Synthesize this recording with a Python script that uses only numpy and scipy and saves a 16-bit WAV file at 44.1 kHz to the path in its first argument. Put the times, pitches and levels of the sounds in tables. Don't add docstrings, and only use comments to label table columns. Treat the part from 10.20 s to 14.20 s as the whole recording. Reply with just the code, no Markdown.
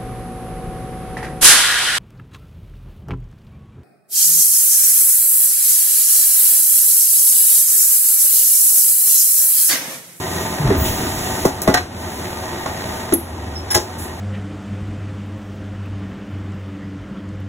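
import sys
import numpy as np
from scipy import signal
from scipy.fft import rfft, irfft
from scipy.io import wavfile
from scipy.ndimage import uniform_filter1d

SR = 44100
rng = np.random.default_rng(int(sys.argv[2]) if len(sys.argv) > 2 else 0)


def pcm_store(signal):
    levels = np.round(np.clip(np.atleast_2d(signal), -1, 1) * 32767)
    wavfile.write(sys.argv[1], SR, levels.astype(np.int16).T)


N = 176400


def undb(db):
    return 10 ** (np.asarray(db) / 20)


def curve(rows, column=1):
    rows = np.array(rows)
    return np.interp(np.arange(N) / SR, rows[:, 0], rows[:, column])


def colour(x, points):
    size = x.shape[-1]
    hz, db = np.array(points, float).T
    f = np.maximum(np.arange(size // 2 + 1) * SR / size, 1)
    gain = undb(np.interp(np.log(f), np.log(hz), db))
    cepstrum = irfft(np.log(gain), size)
    cepstrum[1:size // 2] *= 2
    cepstrum[size // 2 + 1:] = 0
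    return irfft(rfft(x) * np.exp(rfft(cepstrum)), size)


def resonate(x, hz, width):
    f = np.maximum(np.arange(N // 2 + 1) * SR / N, 1)
    return irfft(rfft(x) / (1 + 1j * (f / hz - hz / f) * hz / width), N)


def noise(size=N):
    return rng.standard_normal((2, size))


def wander(per_s):
    step = int(SR / per_s)
    held = rng.standard_normal(1000)[np.arange(N) // step % 1000]
    return 1.3 * uniform_filter1d(uniform_filter1d(held, step), step)


def chatter(size, swing_db=2.6):
    return undb(swing_db * wander(per_s=330)[:size])


def fade(t, fade_s):
    return np.exp(-np.log(1000) * np.maximum(t, 0) / fade_s)


def envelope(start_s, rise_s, hold_s, fade_s):
    t = np.arange(N) / SR - start_s
    return np.clip(t / rise_s, 0, 1) * fade(t - rise_s - hold_s, fade_s)


def ringing(notes, t, stretch):
    return sum(undb(db) * fade(t, fade_s * stretch) * np.sin(2 * np.pi * (hz * t + rng.random((2, 1))))
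               for hz, db, fade_s in notes)


def add(out, x, start_s):
    i = int(start_s * SR)
    out[:, i:i + x.shape[1]] += x[:, :N - i]


# pitch_hz, gain_db
HALL_TONE = [(25, -41), (50, -26), (82, -25), (125, -24), (250, -15.5), (380, -22.5), (850, -23.5),
             (1200, -29.5), (1900, -35), (2600, -36.5), (7000, -45.5), (11000, -45.5), (16000, -89)]
# pitch_hz, level_db
MOTOR_NOTES = [(166, -52), (371, -46.5), (644, -62), (765, -48.5), (847, -55), (893, -53), (1880, -59.5)]

def hall_and_pump(throb_hz=87.1, width_hz=30, waver_hz=4.25):
    throb = resonate(resonate(noise(), throb_hz, width_hz), throb_hz, width_hz)
    out = colour(noise(), HALL_TONE) + undb(-5) * throb
    for hz, db in MOTOR_NOTES:
        cycles = np.cumsum(hz + waver_hz * wander(19)) / SR
        level = np.sqrt(2) * undb(db + 1.6 * wander(14))
        out += level * np.sin(2 * np.pi * (cycles + rng.random((2, 1))))
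    return out


# pitch_hz, gain_db
RAM_TONE = [(60, -26), (95, -16.5), (210, -14.5), (380, -21), (850, -20.5), (1250, -29.5), (1900, -23.5),
            (2600, -31.5), (4200, -31), (8000, -41), (16000, -57)]
# pitch_hz, width_hz, gain_db
FRAME_BANDS = [(367, 33, -11), (640, 8.6, -7), (743, 15.6, -10.5), (896, 25.6, -9.5), (1016, 13, -13),
               (1216, 29, -16), (1403, 9.4, -21.5), (1530, 20, -19.5), (1884, 26, -14.5)]
# time_s, level_db
RAM_LEVELS = [(0, 2.5), (.4, 2.5), (.68, 3), (1.0, 2), (1.24, 2), (1.36, -5.5), (1.55, 2.5), (1.68, -18),
              (1.79, -6), (1.84, -2), (2.55, 0), (2.9, 0.5), (2.98, -10.5), (3.5, -5.5), (3.7, -6.5),
              (3.85, -5.5), (4, -10)]

def ram():
    grating = colour(noise() * chatter(N), RAM_TONE)
    rumble = sum(undb(db) * resonate(noise(), hz, width) for hz, width, db in FRAME_BANDS)
    return (grating + rumble) * undb(curve(RAM_LEVELS) + wander(34.85))


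# pitch_hz, gain_db
OIL_TONE = [(500, -77), (2000, -29.5), (4000, -29.5), (5800, -30), (7000, -25.5), (8200, -32.5),
            (11000, -28), (13000, -32.5), (16000, -34.5)]
# time_s, level_db
OIL_LEVELS = [(0, -0.5), (.2, 3), (.48, -3.5), (.56, -2.5), (.67, 8), (.8, 3), (1.0, 3.5), (1.23, 3),
              (1.33, -8), (1.58, -8), (1.68, -23), (1.8, -8), (1.93, -4), (2.4, -7), (2.8, -4), (2.92, -12),
              (3.0, -18.5), (4, -14.5)]

def oil_hiss():
    return colour(noise(), OIL_TONE) * undb(curve(OIL_LEVELS) + 0.4 * wander(29.35))


# time_s, pitch_hz, level_db
GROAN_PATH = [(.39, 165, -36), (.408, 156.8, -12), (.435, 145, -22), (.455, 136.4, -12.5),
              (.495, 112, -15.5), (.54, 87.7, -24), (.58, 82, -17), (.63, 75.5, -30), (.72, 78, -43)]
# pitch_hz, gain_db
SHUDDER_TONE = [(25, -10), (43, 1), (60, 1), (85, 4.5), (180, -2), (330, -2.5), (500, -14), (1500, -17.5),
                (6000, -54)]

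def clamp(overtone_db=-19, rough_db=2.5):
    pitch_hz = curve(GROAN_PATH) * (1 + 0.051 * wander(70))
    phase = 2 * np.pi * np.cumsum(pitch_hz) / SR
    tone = np.sin(phase) + undb(overtone_db) * (np.sin(2 * phase) + np.sin(3 * phase))
    groan = tone * undb(curve(GROAN_PATH, column=2) + rough_db * wander(74))
    shudder = colour(noise(), SHUDDER_TONE) * envelope(start_s=0.39, rise_s=0.088, hold_s=0, fade_s=2.57)
    return groan + shudder


# pitch_hz, gain_db
STEEL_TONE = [(25, -23), (60, 8), (150, 5.5), (1000, -0.5), (1900, 0.5), (2700, -4), (4500, 0), (11000, -3),
              (16000, -7)]
HIT_PITCHES = [130, 380, 800, 1800, 6500, 14000]

def steel_hits(hits, notes, rattle_db, notes_db):
    out, t = np.zeros((2, N)), np.arange(SR // 2) / SR
    for start_s, rise_s, stretch, *gains_db in hits:
        crack = undb(-1) * fade(t, 0.012)
        rattle = undb(rattle_db) * fade(t, 0.15 * stretch) * chatter(len(t))
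        echo = undb(-21.5) * fade(t, 0.43)
        clash = colour(noise(len(t)), STEEL_TONE) * (crack + rattle + echo)
        ring = undb(notes_db) * ringing(notes, t, stretch)
        hit = (clash + ring) * np.minimum(t / rise_s, 1)
        add(out, colour(hit, list(zip(HIT_PITCHES, gains_db))), start_s)
    return out


# start_s, rise_s, stretch, thud_db, knock_db, clack_db, clang_db, ring_db, crack_db
PLATE_HITS = [(.503, 0.003, 0.9, -11, 6.5, -14.5, -12.5, -46, -38),
              (1.251, 0.0021, 1.15, -12, -1.5, 2.5, -16.5, -12.5, -14),
              (1.4745, 0.003, 1.16, 2.5, 3.5, 4, -7.5, -16, -17.5),
              (2.459, 0.0014, 1.28, -22, -26, -6, -22.5, -28, -38),
              (2.921, 0.0059, 0.62, -3.5, 4.5, -9.5, -12, -15, -22)]
# pitch_hz, level_db, fade_s
PLATE_NOTES = [(276.4, -1, 0.28), (379.7, 5.5, 0.14), (520, -2.5, 0.12), (643, 2.5, 0.15), (848, -3, 0.24),
               (1097, 5, 0.076), (1252, 3, 0.079), (1418, 0, 0.18), (1987, 4, 0.17)]

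def plate_knocks():
    return steel_hits(PLATE_HITS, PLATE_NOTES, rattle_db=-1.5, notes_db=-16.5)


# start_s, rise_s, hold_s, fade_s, pitch_hz, width_hz, level_db
SPURTS_AND_SQUEAKS = [(0.55, 0.055, 0.03, 0.65, 14900, 2000, -26.5),
                      (0.645, 0.01, 0.02, 0.39, 3300, 1610, -30.5),
                      (3.346, 0.019, 0.018, 0.15, 5310, 90, -32.5),
                      (3.502, 0.0024, 0.012, 0.26, 5300, 201, -24),
                      (3.507, 0.0026, 0.061, .06, 9560, 260, -21),
                      (3.781, 0.0053, 0.056, 0.26, 10000, 6540, -34)]

def spurts_and_squeaks():
    out, f = 0, np.arange(N // 2 + 1) * SR / N
    for *timing, hz, width, db in SPURTS_AND_SQUEAKS:
        band = irfft(rfft(noise()) / (1 + ((f - hz) / width * 2) ** 2), N)
        out += band / band.std() * undb(db) * envelope(*timing)
    return out


# start_s, length_s, first_hz, last_hz, level_db
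PLATE_THUMPS = [(1.2507, 0.014, 650, 50, -4), (1.478, 0.0172, 381, 50, -4.5), (2.927, .014, 488, 199, -6)]

def plate_thumps():
    out = np.zeros((2, N))
    for start_s, length_s, first_hz, last_hz, db in PLATE_THUMPS:
        progress = np.linspace(0, 1, int(length_s * SR))
        cycles = np.cumsum(first_hz + (last_hz - first_hz) * progress) / SR
        arch = np.sqrt(np.abs(np.sin(np.pi * progress)))
        add(out, undb(db) * arch * np.sin(2 * np.pi * cycles)[None], start_s)
    return out


LINK_HITS = [(1.4178, 0.00068, 0.64, -23, -16, -33, -32, -15, -7),
             (1.540, 0.0029, .36, -21, 4, -2, -0.5, -2.5, -9.5),
             (1.547, 0.00088, 1.23, -9, -12, -3.5, -7, -21, -40),
             (1.570, 0.006, 0.67, -14, -11, -7, -3.5, -13.5, -22)]
# pitch_hz, level_db, fade_s
LINK_NOTES = [(725.5, 9, 0.15), (820, -2, .13), (1211, 2.5, 0.14), (1537, 8, 0.14), (1593, 6, 0.18),
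              (1887, 11.5, 0.14), (2524, -4.5, 0.22), (4120, 7, 0.19), (5340, 3, 0.11), (6368, -1, 0.09)]

def link_snaps():
    return steel_hits(LINK_HITS, LINK_NOTES, rattle_db=-3, notes_db=-18.5)


# start_s, level_db
LATCH_HITS = [(2.9369, 0.5), (2.9396, -3), (2.948, -10)]
# pitch_hz, gain_db
LATCH_TONE = [(3000, -55), (8500, -18), (9800, -2), (10600, 1), (11100, 3), (12000, -2), (13000, -26),
              (16000, -14)]

def latch(boost_db=3.5):
    out, t = np.zeros((2, N)), np.arange(SR // 2) / SR
    decay = fade(t, 0.027) + undb(-20.5) * fade(t, 0.31)
    for start_s, db in LATCH_HITS:
        add(out, undb(boost_db + db) * colour(noise(len(t)) * decay, LATCH_TONE), start_s)
    return out


# pitch_hz, level_db, fade_s
BOOM_NOTES = [(337.6, -13, 0.23), (301, -18, 0.15), (243, -22.5, 0.41)]

def end_stop(start_s=2.938, rise_s=0.0063):
    out, t = np.zeros((2, N)), np.arange(SR // 2) / SR
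    add(out, ringing(BOOM_NOTES, t, stretch=0.97) * np.minimum(t / rise_s, 1), start_s)
    return out


def ejector_drive(pitch_hz=78.3, level_db=-28.5):
    cycles = np.cumsum(pitch_hz * (1 + 0.064 * wander(40.04))) / SR
    drone = np.sin(2 * np.pi * cycles) * undb(level_db + 0.79 * wander(24.6))
    return drone * envelope(start_s=3.08, rise_s=0.054, hold_s=0.36, fade_s=0.53)


EJECTOR_HITS = [(3.503, 0.0065, 1.85, -24, -26, -21, -16, -20.5, -17),
                (3.543, 0.0085, 0.52, -18, -5, -9, -1.5, -1.5, -2),
                (3.554, 0.0047, 1.22, -6.5, -1.5, -5.5, -14.5, -8.5, -27)]
# pitch_hz, level_db, fade_s
EJECTOR_NOTES = [(355, 4.5, 0.18), (634, 7, .11), (847, 10.5, 0.13), (1027, 3, 0.16), (1650, 7.5, .13),
                 (2010, 9, 0.08), (5140, 14, 0.13), (6300, -6, .18), (7106, 4.5, .2)]

def ejector_slam():
    return steel_hits(EJECTOR_HITS, EJECTOR_NOTES, rattle_db=-1.5, notes_db=-17.5)


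def scene():
    mould = plate_knocks() + plate_thumps() + link_snaps()
    ejector = ejector_slam() + ejector_drive()
    moving_parts = mould + ejector + end_stop() + latch() + clamp() + ram()
    return moving_parts + oil_hiss() + spurts_and_squeaks() + hall_and_pump()


# pitch_hz, angle_rad
STEREO_TURN = [(0, 0), (100, .01), (250, .05), (500, .44), (1000, .5), (1600, .64), (2300, .92),
               (3800, .72), (4720, 1.571), (5600, 2.4), (6900, 3.142), (9000, 4.712), (11000, 6.283),
               (13250, 7.854), (15300, 9.425), (17000, 10)]

def record(dry, peak_limit=0.86, top_hz=15600):
    f = np.arange(N // 2 + 1) * SR / N
    front, back = rfft(dry)
    angle = np.interp(f, *np.array(STEREO_TURN).T)
    angle -= 0.25 * np.sin(4 * angle) * (f > 3700)
    front_share = 0.24 * np.clip((f - 1400) / 900, 0, 1)
    blend = front_share * front + np.sqrt(1 - front_share ** 2) * back
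    mid = irfft(np.cos(angle) * front, N)
    side = irfft(1j * np.sin(angle) * blend, N)
    wide = np.array([mid + side, mid - side])
    rounded = wide / (1 + (wide / peak_limit) ** 4) ** 0.25
    treble_cut = signal.ellip(8, 0.2, 70, top_hz, fs=SR, output="sos")
    return signal.sosfilt(treble_cut, rounded)


dry = scene()
out = record(dry)
pcm_store(out)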